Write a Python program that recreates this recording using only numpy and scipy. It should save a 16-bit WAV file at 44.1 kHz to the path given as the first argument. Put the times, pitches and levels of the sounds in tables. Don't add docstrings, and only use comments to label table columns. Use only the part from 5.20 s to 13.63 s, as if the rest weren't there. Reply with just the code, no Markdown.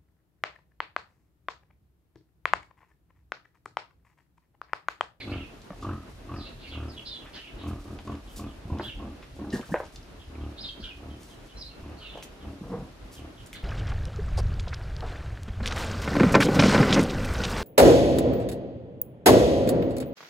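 import sys
import numpy as np
from scipy import signal
from scipy.fft import rfft, irfft, next_fast_len
from scipy.io import wavfile
from scipy.ndimage import map_coordinates

SR = 44100
rng = np.random.default_rng(int(sys.argv[2]) if len(sys.argv) > 2 else 0)


def to_wav(sig):
    pcm = np.clip(np.atleast_2d(sig), -1, 1) * 32767
    pcm = np.round(pcm).astype(np.int16)
    wavfile.write(sys.argv[1], SR, pcm.T)


N = 371763


def amp(db):
    return 10 ** (np.asarray(db) / 20)


def unit(x):
    return x / np.sqrt(np.mean(x ** 2) + 1e-20)


def along(points, hz):
    point_hz, values = np.transpose(points)
    return np.interp(np.log(hz + 1), np.log(point_hz), values)


def over_time(points):
    times, values = np.transpose(points)
    return np.interp(np.arange(N) / SR, times, values)


def wobble(rate, size):
    return map_coordinates(rng.standard_normal(4096), [np.arange(size) * rate / SR], mode="wrap")


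def noise(size):
    return rng.standard_normal(SR)[:size]


def filtered(x, response):
    n = x.shape[-1]
    padded = next_fast_len(n + SR // 4)
    return irfft(rfft(x, padded) * response(np.fft.rfftfreq(padded, 1 / SR)), padded)[..., :n]


def band(x, hz, octaves):
    return unit(filtered(x, lambda f: np.exp(-.5 * (np.log2((f + 1) / hz) / octaves) ** 2)))


def resonate(x, modes):
    def response(f):
        return sum(amp(db) * 1j * f * width / (hz * hz - f * f + 1j * f * width) for hz, width, db in modes)

    edges_hz = [modes[0][0] / 2, min(modes[-1][0] * 0.84, SR / 3)]
    trim = signal.butter(3, edges_hz, "band", fs=SR, output="sos")
    return signal.sosfilt(trim, filtered(x, response))


def add(track, s, x):
    part = track[max(round(s * SR), 0):][:len(x)]
    part += x[:len(part)]


def in_yard(x, wet_db, pan_db=0, left_lead_ms=0.036):
    # pitch_hz, time to fall 60 dB (s)
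    walls = [(150, 0.054), (600, 0.24), (2800, 0.32), (5000, 0.21), (12000, 0.13)]
    hz, t, cells = signal.stft(rng.standard_normal((2, SR // 2)), SR, nperseg=256)
    fading = cells * amp(-60 * t / along(walls, hz)[:, None])
    tail = signal.istft(fading, SR, nperseg=256)[1]
    tail = np.pad(tail / np.linalg.norm(tail[0]), ((0, 0), (SR // 200, 0)))
    sides = np.array([[.5], [-.5]])
    direct = filtered(x, lambda f: np.exp(2j * np.pi * f * sides * left_lead_ms / 1000))
    answer = signal.fftconvolve(x[None], tail, axes=1)[:, :N]
    return (direct + amp(wet_db) * answer) * amp(sides * pan_db)


def echoed(x, delay=.03, echo_db=-8):
    out = x.copy()
    for bounce in (1, 2):
        add(out, bounce * delay, amp(bounce * echo_db) * x)
    return out


def rush(spectrum):
    # pitch_hz, likeness (0 to 1)
    alike = [(50, 1), (250, 0.71), (1000, 0.18), (3000, 0.012), (10000, 0.052)]

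    def mid_and_side(hz):
        turn = np.arccos(np.clip(along(alike, hz), -1, 1)) / 2
        return amp(along(spectrum, hz)) * [np.cos(turn), np.sin(turn)]

    mid, side = filtered(rng.standard_normal((2, N)), mid_and_side)
    return unit(np.array([mid + side, mid - side]))


def outdoors(rumble_sway_db=4.0, yard_db=-51.5, yard_sway_db=2.5, hiss_db=-58.5):
    # (relative, per Hz)
    rumble_colour = [(15, -35), (25, -14), (36, 0.5), (48, 5.5), (62, -4.5), (80, -1.5), (100, -10),
                     (120, -5), (160, -15.5), (260, -73)]
    yard_colour = [(71, -23), (120, -2.5), (283, 1.5), (489, -4.5), (658, -4.5), (722, -8), (1230, -11.5),
                   (1370, -12), (2400, -19.5), (2600, -16.5), (5000, -35.5), (6500, -60), (11000, -120)]
    hiss_colour = [(2000, 8.5), (4000, 7.5), (6000, 2), (8000, -4), (11000, -3.5), (13500, -8.5),
                   (15500, -32)]
    # time_s, level_db
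    rumble_level = [(0, -52), (1.3, -48), (2.2, -53), (3.7, -47), (4.7, -51), (7.35, -51), (7.7, -44),
                    (8, -51), (8.43, -50)]
    low = amp(over_time(rumble_level) + rumble_sway_db * wobble(22, N)) * rush(rumble_colour)
    wash = amp(yard_db + yard_sway_db * wobble(19, N)) * rush(yard_colour)
    return low + wash + amp(hiss_db) * rush(hiss_colour)


def syllable(length, middle_hz, fall, rasp, flicker_db=2.5, overtone_db=-29, buzz_hz=520, buzz_depth=1.04,
             warble_hz=130, warble_rate=170):
    n = int(length * SR)
    bend, rasp_hz = 1.24, 520
    glide = np.linspace(1, 0, n) ** bend - .5 ** bend
    hz = middle_hz * 2 ** (fall * glide)
    hz += rasp ** 2 * rasp_hz * wobble(702, n)
    hz += rasp * warble_hz * wobble(warble_rate, n)
    buzz = rasp * buzz_depth * np.sin(2 * np.pi * buzz_hz * np.arange(n) / SR)
    phase = 2 * np.pi * np.cumsum(hz) / SR + buzz
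    whistle = np.sin(phase) + amp(overtone_db) * np.sin(2 * phase)
    whistle *= amp(flicker_db * wobble(147, n))
    return unit(whistle * signal.windows.tukey(n, .5))


def birds(near_db=-1.26, far_db=-5.0, near_wet_db=-3.4, far_wet_db=3.0):
    # start_s, length_s, middle_pitch_hz, level_db (relative),
    # fall_octaves (below 0 it rises), rasp (0 to 1)
    chirps = [(0, 0.026, 2280, -45, 0.25, 0.53), (0, 0.05, 3755, -47.5, 0.24, 0.76),
              (.1, 0.028, 4320, -52.5, -0.36, 0.58), (.118, 0.028, 2650, -42.5, -0.36, 0.62),
              (0.151, 0.086, 2800, -52, -0.032, 0.85), (0.191, 0.065, 2686, -51, 0.31, 0.24),
              (1.155, 0.052, 4900, -56, -0.058, 0.64), (1.19, 0.11, 3900, -50, 0.072, 0.74),
              (1.26, 0.024, 2806, -49.5, -0.13, 0.32), (1.39, 0.074, 3700, -55, -0.0046, 1),
              (1.435, 0.058, 2600, -50, 0.16, 0.66), (1.471, 0.042, 4360, -54.5, -0.041, 0.63),
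              (1.504, 0.072, 3000, -47, 0.24, 0.72), (1.678, .09, 4350, -56, 0.81, 0.28),
              (1.768, 0.036, 3350, -46.5, 0.07, 0.29), (1.772, 0.032, 2850, -46, 0.11, 0.39),
              (1.857, 0.052, 4750, -45.5, .04, 0.53), (1.852, 0.059, 4000, -43, 0.15, 0.61),
              (1.897, 0.056, 3600, -43.5, 0.11, .3), (1.915, 0.041, 4030, -44, 0.057, 0.3),
              (1.953, .031, 3400, -44.5, 0.033, 0.44), (1.984, .065, 3050, -55.5, .5, .3),
              (2.139, 0.042, 4100, -47.5, 0.063, 1), (2.144, 0.075, 3100, -47.5, 0.44, 0.66),
              (2.235, 0.061, 2705, -50, 0.018, 0.58), (2.39, 0.056, 3400, -52, 0.25, 1),
              (3.612, .04, 4100, -51.5, 0.13, 0.96), (3.63, 0.048, 3400, -42, -0.12, 0.44),
              (3.674, 0.038, 2950, -41.5, 0.34, 0.34), (3.716, 0.031, 2900, -51, 0.28, 0.64),
              (5.376, 0.032, 3890, -44.5, -.15, 0.59), (5.406, 0.02, 5030, -42, -0.21, 0.27),
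              (5.422, 0.053, 3900, -41.5, 0.11, 0.64), (5.443, 0.025, 3610, -39.5, 0.1, 0.27),
              (5.47, 0.037, 4150, -47, 0.21, 0.62), (5.484, 0.023, 3220, -39, 0.11, 0.31),
              (5.605, 0.049, 4400, -52.5, 0.033, 1), (5.63, 0.048, 3100, -42, 0.23, 0.5),
              (5.68, 0.054, 2680, -48.5, 0.29, 0.26), (6.357, .035, 4110, -54.5, -0.019, .1),
              (6.378, 0.035, 5330, -50, 0.038, 0.67), (6.408, 0.02, 4810, -42, 0.26, 0.17),
              (6.416, 0.029, 3960, -45, 0.2, 0.26), (6.451, 0.052, 4220, -49, 0.13, .35),
              (6.49, 0.047, 2850, -59.5, 0.38, 0.22), (6.764, 0.11, 4170, -58.5, 0.23, 0.53),
              (6.794, 0.11, 2900, -50, 0.39, 0.43), (6.84, 0.095, 3490, -51.5, 0.13, 0.58),
              (6.935, .03, 3170, -51, -0.3, 0.35), (6.96, 0.066, 3110, -56, 0.15, 0.66),
              (8.355, 0.021, 3530, -45.5, 0.09, 0.97)]
    # start_s, level_db (relative)
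    far_notes = [(2.894, -65), (3.066, -61.5), (3.265, -62), (4.989, -59.5), (5.199, -64), (5.895, -61),
                 (6.09, -61.5), (6.276, -61), (7.195, -63.5), (7.948, -58.5), (8.167, -59)]
    loud_db, faint_db = -36, -53
    far_lead_s = .01
    near, far = np.zeros((2, N))
    for s, length, hz, db, fall, rasp in chirps:
        note = amp(db) * syllable(length, hz, fall, rasp)
        distance = np.clip((loud_db - db) / (loud_db - faint_db), 0, 1) * np.clip(rasp, 0, 1)
        add(near, s, amp(near_db) * np.sqrt(1 - distance) * note)
        add(far, s - far_lead_s, amp(far_db) * np.sqrt(distance) * note)
    for s, db in far_notes:
        add(near, s, amp(db) * syllable(length=.062, middle_hz=3120, fall=.244, rasp=.51))
    direct_birds = in_yard(near, wet_db=near_wet_db, pan_db=-2.0, left_lead_ms=-0.058)
    smeared = echoed(far, delay=.055, echo_db=-9.5)
    return direct_birds + in_yard(smeared, wet_db=far_wet_db, pan_db=-3.5, left_lead_ms=-0.058)


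def grit(grains_per_s=70, grain_t60=0.15):
    # time_s, level_db of the grit under its paws
    stir = [(0, -73), (2.3, -67.5), (3.5, -70), (4.1, -77), (4.4, -60.5), (4.8, -73), (5.1, -74),
            (8.43, -71)]
    sizes = amp(2 * np.minimum(rng.exponential(size=N), 4))
    cracks = (rng.random(N) < grains_per_s / SR) * sizes
    t = np.arange(SR // 30) / SR
    fading = signal.fftconvolve(cracks, amp(-60 * t / grain_t60))[:N]
    rustle = band(fading * rng.standard_normal(N), 4500, 1.1)
    return amp(over_time(stir)) * rustle


def swell(shape, u):
    attack, release, start_db, end_db = shape
    rising = -start_db * np.clip(1 - u / attack, 0, 1)
    return rising - end_db * np.clip((u - release) / max(1 - release, .01), 0, 1)


def grunts(waver=0.011, jitter=0.00181, scatter_db=1.56, rebound_phase=0.592, opening=0.0495, sag=.8,
           ring_cycles=0.55, throat_db=-4.5, pop_db=-12.5, mouth_db=-13.5, lip_db=-13.5, nose_db=-2.5):
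    # start_s, length_s, level_db, first_pulse_rate_hz, muzzle_pitch_hz, muzzle_ring_db,
    # muzzle_rasp_db, nose_db, roughness (0 to 1); all levels relative
    grunt_rows = [(.043, 0.2, -33.5, 52.5, 1290, -28, -12.5, -15, 0.38),
                  (.594, 0.23, -35.5, 52.14, 1203, -4, -4.5, -22, 0.26),
                  (1.06, .19, -37, 47.6, 1180, -7, -7, -17, 0.35),
                  (1.491, .28, -40.5, 38.74, 1267, -24, -10, -17, 0.057),
                  (2.382, 0.24, -36.5, 45, 1162, -12.5, -10, -19, 0.3),
                  (2.623, .19, -40, 41.96, 1220, -15, -15, -36, 0.48),
                  (2.842, 0.16, -35.5, 45.63, 1120, -10, -11.5, -26, .47),
                  (3.161, 0.17, -37.5, 43.37, 1160, -11, -13.5, -20, 0.47),
                  (3.468, 0.21, -34.5, 42.16, 1024, -11, -13.5, -22.5, 0.62),
                  (3.766, 0.19, -37, 39.67, 1100, -13, -16, -24, 0.65),
                  (4.159, 0.212, -36, 39.47, 1150, -28, -16, -41, 0.61),
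                  (5.123, 0.25, -41, 37.02, 1176, -21, -13.5, -19, 0.069),
                  (5.745, 0.31, -44.5, 37.14, 1230, -30, -17, -27, 0.29),
                  (6.602, 0.2, -43.5, 37.05, 1135, -32, -14, -18, 0.35),
                  (7.192, .21, -40, 37.7, 1204, -22, -17.5, -22, 0.56),
                  (7.961, 0.16, -43, 37.4, 1140, -23, -19, -19, 0.42)]
    # pitch_hz, width_hz, level_db (relative)
    chest_modes = [(74.7, 32, -7), (121, 18, -2)]
    throat_modes = [(216.7, 8.7, 12.5), (282.4, 17.6, 14), (330.7, 11, 5), (347, 15, -19), (531, 48, -43)]
    pop_modes = [(260, 99, -3), (556, 170, -12)]
    mouth_modes = [(608, 35, 2), (698, 55, 6), (799, 38, 4.5), (937, 50, 0.5), (1080, 150, -4)]
    nose_modes = [(2650, 290, -3), (2950, 350, -9), (3700, 510, -11)]
    # multiple of the muzzle pitch, width_hz, level_db (each pass)
    muzzle_modes = [(.82, 170, -6.5), (1, 119, 8.5), (1.22, 228, 4), (1.42, 260, 3.5)]
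    # attack end and release start (shares of the grunt),
    # start_db and end_db (how far down it is at the start and end)
    chest_swell = (0.37, 0.63, 13, 16)
    throat_swell = (.3, .62, 11, 12)
    muzzle_swell = (.3, .5, 9, 19)
    slack_hz = 36.59
    chest_db, rough_chest_loss_db = 5.5, 14.5
    mouth_follows, loud_grunt_db = 0.89, -41
    puff_cycles, throat_rebound = .17, .35
    snarl_delay_s = .031
    muzzle_smear = 0.79
    lip_hz, lip_rise_oct, lip_width_hz = 1396, .42, 69
    ring_hold_s, ring_fall_db_per_s, ring_sink_db = 0.031, 227, 12
    fade_s = .035
    out = np.zeros(N)
    for start, length, level, first_hz, muzzle_hz, pure_db, rasp_db, nasal_db, rough in grunt_rows:
        n = int((length + 2 * fade_s) * SR)
        t = np.arange(n) / SR - fade_s
        u = np.clip(t / length, 0, 1)
        rate = slack_hz + (first_hz - slack_hz) * (1 - u) ** sag
        cycle = np.cumsum(rate) / SR + rough * jitter * first_hz * wobble(39.88, n)
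        cycle = cycle - cycle[int((fade_s + snarl_delay_s) * SR)]
        joined = cycle >= 0
        sizes = amp(scatter_db * wobble(65.4, n))

        def slaps(phase):
            return sizes * np.diff(np.floor(cycle - phase), prepend=np.floor(cycle[0] - phase))

        age = (cycle % 1) / puff_cycles
        puff = age * np.exp(1 - age) * sizes
        air = unit(noise(n) * (1 + puff))

        def breathy(pulses, share):
            share = min(share, 1)
            return np.sqrt(1 - share) * unit(pulses) + np.sqrt(share) * air

        first, second = slaps(0), slaps(rebound_phase)
        throat_pulses = first + throat_rebound * second
        chest = unit(resonate(-breathy(first + second, rough ** 2), chest_modes))
        throat = unit(resonate(breathy(throat_pulses, rough ** 2), throat_modes))
        pop = unit(resonate(breathy(first, rough ** 2), pop_modes))
        mouth = unit(resonate(breathy(throat_pulses, rough), mouth_modes))
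        throat_shape_db = swell(throat_swell, u)
        soft_mouth_db = (1 - mouth_follows) * (loud_grunt_db - level)
        voice = amp(swell(chest_swell, u) + chest_db - rough_chest_loss_db * rough) * chest
        voice += amp(throat_shape_db + throat_db) * throat
        voice += amp(throat_shape_db + pop_db) * pop
        voice += amp(throat_shape_db + mouth_db + soft_mouth_db) * mouth

        puffs = unit(noise(n) * (puff + muzzle_smear * u) * joined)

        def snarl(hz):
            modes = [(hz * multiple, width, db) for multiple, width, db in muzzle_modes]
            return unit(resonate(resonate(puffs, modes), modes))

        lips = unit((1 - u) * snarl(muzzle_hz * (1 - opening)) + u * snarl(muzzle_hz * (1 + opening)))
        upper_hz = lip_hz * 2 ** (lip_rise_oct * u) + lip_width_hz * wobble(700, n)
        upper_tone = np.sin(2 * np.pi * np.cumsum(upper_hz) / SR) * wobble(303.7, n)
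        lips += amp(lip_db) * unit(upper_tone * (puff + u) * joined)
        nose = unit(resonate(puffs + air / 2, nose_modes))
        voice += amp(swell(muzzle_swell, u)) * (amp(rasp_db) * lips + amp(nasal_db + nose_db) * nose)

        ring_hz = muzzle_hz * (1 + opening * (2 * u - 1) + waver * wobble(231, n))
        flutter = np.sin(np.pi * np.clip((cycle % 1) / ring_cycles, 0, 1)) * joined * sizes
        sinking_db = np.clip(ring_fall_db_per_s * (t - snarl_delay_s - ring_hold_s), 0, ring_sink_db)
        fading_db = sinking_db - swell(muzzle_swell, np.maximum(u, muzzle_swell[0]))
        ring = 2 * (flutter + u ** 2 / 2) * np.sin(2 * np.pi * np.cumsum(ring_hz) / SR)
        voice += amp(pure_db - fading_db) * ring
        edges = np.clip(np.minimum(t + fade_s, length + fade_s - t) / (1.14 * fade_s), 0, 1)
        add(out, start - fade_s, amp(level) * voice * edges)
    return out


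def claws(level_db=2):
    # start_s, peak_db (relative), pitch_hz, width_octaves
    claw_rows = [(0.418, -44, 4640, 0.42), (2.7884, -44, 2700, 0.6), (2.874, -44.5, 2300, 0.98),
                 (2.9523, -43, 2210, 1), (3.5865, -39, 2850, .7), (4.304, -39, 4070, 0.4),
                 (4.327, -42, 2730, 0.15), (4.37, -44, 4080, 0.36), (4.394, -52, 4200, .5),
                 (4.4122, -44, 2400, 0.32), (4.446, -52, 2800, 0.57), (4.759, -37, 4040, 0.58),
                 (4.829, -50, 4850, 0.17), (5.154, -46.5, 2260, 0.18), (6.976, -44, 2870, 1),
                 (7.0256, -35, 2700, 1), (8.261, -44, 7740, 0.49), (8.27, -43, 7400, 0.85),
                 (8.33, -34.5, 2550, 0.37), (8.3297, -38, 7500, 0.79), (8.3365, -41, 6500, 0.79)]
    out, t = np.zeros(N), np.arange(SR // 16) / SR
    t60 = .026
    for s, db, hz, octaves in claw_rows:
        tick = band(noise(len(t)), hz, octaves) * amp(-60 * t / t60)
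        add(out, s, amp(db + level_db) * tick / np.abs(tick).max())
    return out


def thuds(rise=0.0055, level_db=-1):
    # start_s, level_db (relative), pitch_hz (of the lower tone)
    thud_rows = [(0.503, -34, 183), (3.454, -30, 93), (3.52, -21.5, 81), (3.596, -30.5, 354),
                 (4.3331, -19, 241), (4.339, -28, 148), (4.353, -28, 213), (4.393, -28.5, 236),
                 (4.516, -22, 178), (4.536, -25.5, 339), (5.594, -35.5, 213), (6.628, -35, 60),
                 (7.411, -30, 191), (7.619, -30.5, 171)]
    out, t = np.zeros(N), np.arange(SR // 8) / SR
    for s, db, hz in thud_rows:
        push = np.sin(2 * np.pi * hz * t) + 0.5 * np.sin(2 * np.pi * hz * 1.566 * t)
        add(out, s, amp(db + level_db) * push * t / rise * np.exp(1 - t / rise))
    return out


def knocks(rattle_t60=.22, rattle_db=-28.0, rattle_grain_db=4.5, level_db=2.0):
    # start_s, peak_db (relative), brightness_hz (treble fades above it), pitch_ratio (to the body's)
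    knock_rows = [(0.505, -32.5, 1720, 1.12), (2.789, -41, 2400, 1.5), (3.597, -26, 1300, 0.97),
                  (4.394, -32, 900, 0.94), (4.5421, -14, 2070, 0.94), (4.555, -26, 2200, 0.94),
                  (4.602, -22.5, 1300, 0.974), (4.617, -42.5, 1200, 0.87), (6.955, -35, 650, 1.03),
                  (6.974, -32, 810, 1.06)]
    # pitch_hz, width_hz, level_db (relative)
    hollow = [(539, 47, 20), (623, 105, 15), (797, 100, 9.5), (998, 110, 11), (1300, 61, 4),
              (1570, 100, 10), (1970, 200, -3), (2650, 200, 1)]
    out, t = np.zeros(N), np.arange(SR // 4) / SR
    for s, db, bright_hz, pitch in knock_rows:
        modes = [(hz * pitch, width, gain) for hz, width, gain in hollow]
        grain = unit(amp(rattle_grain_db * wobble(421, len(t))))
        rattle = noise(len(t)) * amp(rattle_db - 60 * t / rattle_t60) * grain
        blow = 1.0 * (t == 0)
        ring = resonate(blow, modes) + resonate(rattle, modes[1:])
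        dulling = signal.butter(2, min(bright_hz, SR / 3), fs=SR, output="sos")
        ring = signal.sosfilt(dulling, ring)
        add(out, s, amp(db + level_db) * ring / np.abs(ring).max())
    return out


def stroke(length, colour, grain_db=-1.0):
    n = int(2 * length * SR)
    u = np.arange(n) / (length * SR / 4)
    return unit(colour(noise(n)) * amp(grain_db * wobble(338, n))) * u * np.exp(1 - u)


def scuffs(scuff_octaves=0.89, scuff_grain_db=2.5, squeak_grain_db=-1.0):
    # start_s, length_s (half the stroke's span), level_db, pitch_hz (centre)
    scrape_rows = [(0.605, 0.085, -56, 3530), (2.472, 0.042, -54, 7400), (2.787, 0.0092, -50.5, 1660),
                   (3.092, 0.14, -59.5, 8850), (3.158, 0.052, -45, 6200), (3.593, 0.027, -38.5, 825),
                   (3.622, 0.083, -59, 9700), (4.023, 0.026, -48.5, 1850), (4.319, 0.081, -48.5, 4330),
                   (4.503, 0.059, -55, 6870), (4.547, 0.039, -39, 900), (4.638, 0.047, -55, 3300),
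                   (4.721, 0.07, -61, 6000), (5.985, 0.24, -59, 5700), (7.028, 0.028, -47.5, 6200),
                   (7.911, 0.1, -53.5, 6500), (8.333, 0.038, -53, 5500)]
    # start_s, length_s (half the stroke's span), level_db, pitch_hz, width_octaves
    squeak_rows = [(2.052, 0.064, -51.5, 1370, 0.79), (2.144, 0.079, -50.5, 1660, 0.32),
                   (3.648, 0.053, -51.5, 1590, 0.15), (4.326, 0.032, -39.5, 1790, 0.12),
                   (4.35, 0.019, -43, 1650, 0.095), (4.426, 0.021, -47, 1410, 0.29),
                   (4.52, 0.025, -44, 1700, 0.14), (5.619, 0.11, -55.5, 1490, 0.15),
                   (6.802, 0.1, -57, 1380, 0.21), (8.341, .022, -50, 2070, .05),
                   (8.35, 0.032, -50, 1730, 0.34)]
    out = np.zeros(N)
    for s, length, db, hz in scrape_rows:
        add(out, s, amp(db) * stroke(length, lambda x: band(x, hz, scuff_octaves), scuff_grain_db))
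    for s, length, db, hz, octaves in squeak_rows:
        add(out, s, amp(db) * stroke(length, lambda x: band(x, hz, octaves), squeak_grain_db))
    return out


def rubs():
    # start_s, length_s (half the stroke's span), level_db
    rub_rows = [(4.327, 0.084, -34.5), (4.488, 0.054, -40), (7.418, 0.13, -42.5), (7.492, 0.16, -33.5)]
    # (relative, per Hz)
    rub_colour = [(53, -37), (90, -6), (151, 3), (352, -3.5), (388, -16), (471, 2.5), (541, -10.5),
                  (998, -11.5), (2500, -39), (3250, -73), (5500, -120)]

    def dull(x):
        return filtered(x, lambda f: amp(along(rub_colour, f)))

    out = np.zeros(N)
    for s, length, db in rub_rows:
        add(out, s, amp(db) * stroke(length, dull))
    return out


def scene():
    puppy = in_yard(grunts() + thuds() + rubs(), wet_db=-22.0)
    hollow_body = in_yard(knocks(), wet_db=-35.0, left_lead_ms=0)
    feet = in_yard(claws() + scuffs() + grit(), wet_db=-4.5, left_lead_ms=0.021)
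    return outdoors() + birds() + puppy + hollow_body + feet


def record(dry):
    return filtered(dry, lambda hz: hz < 15650)


dry = scene()
out = record(dry)
to_wav(out)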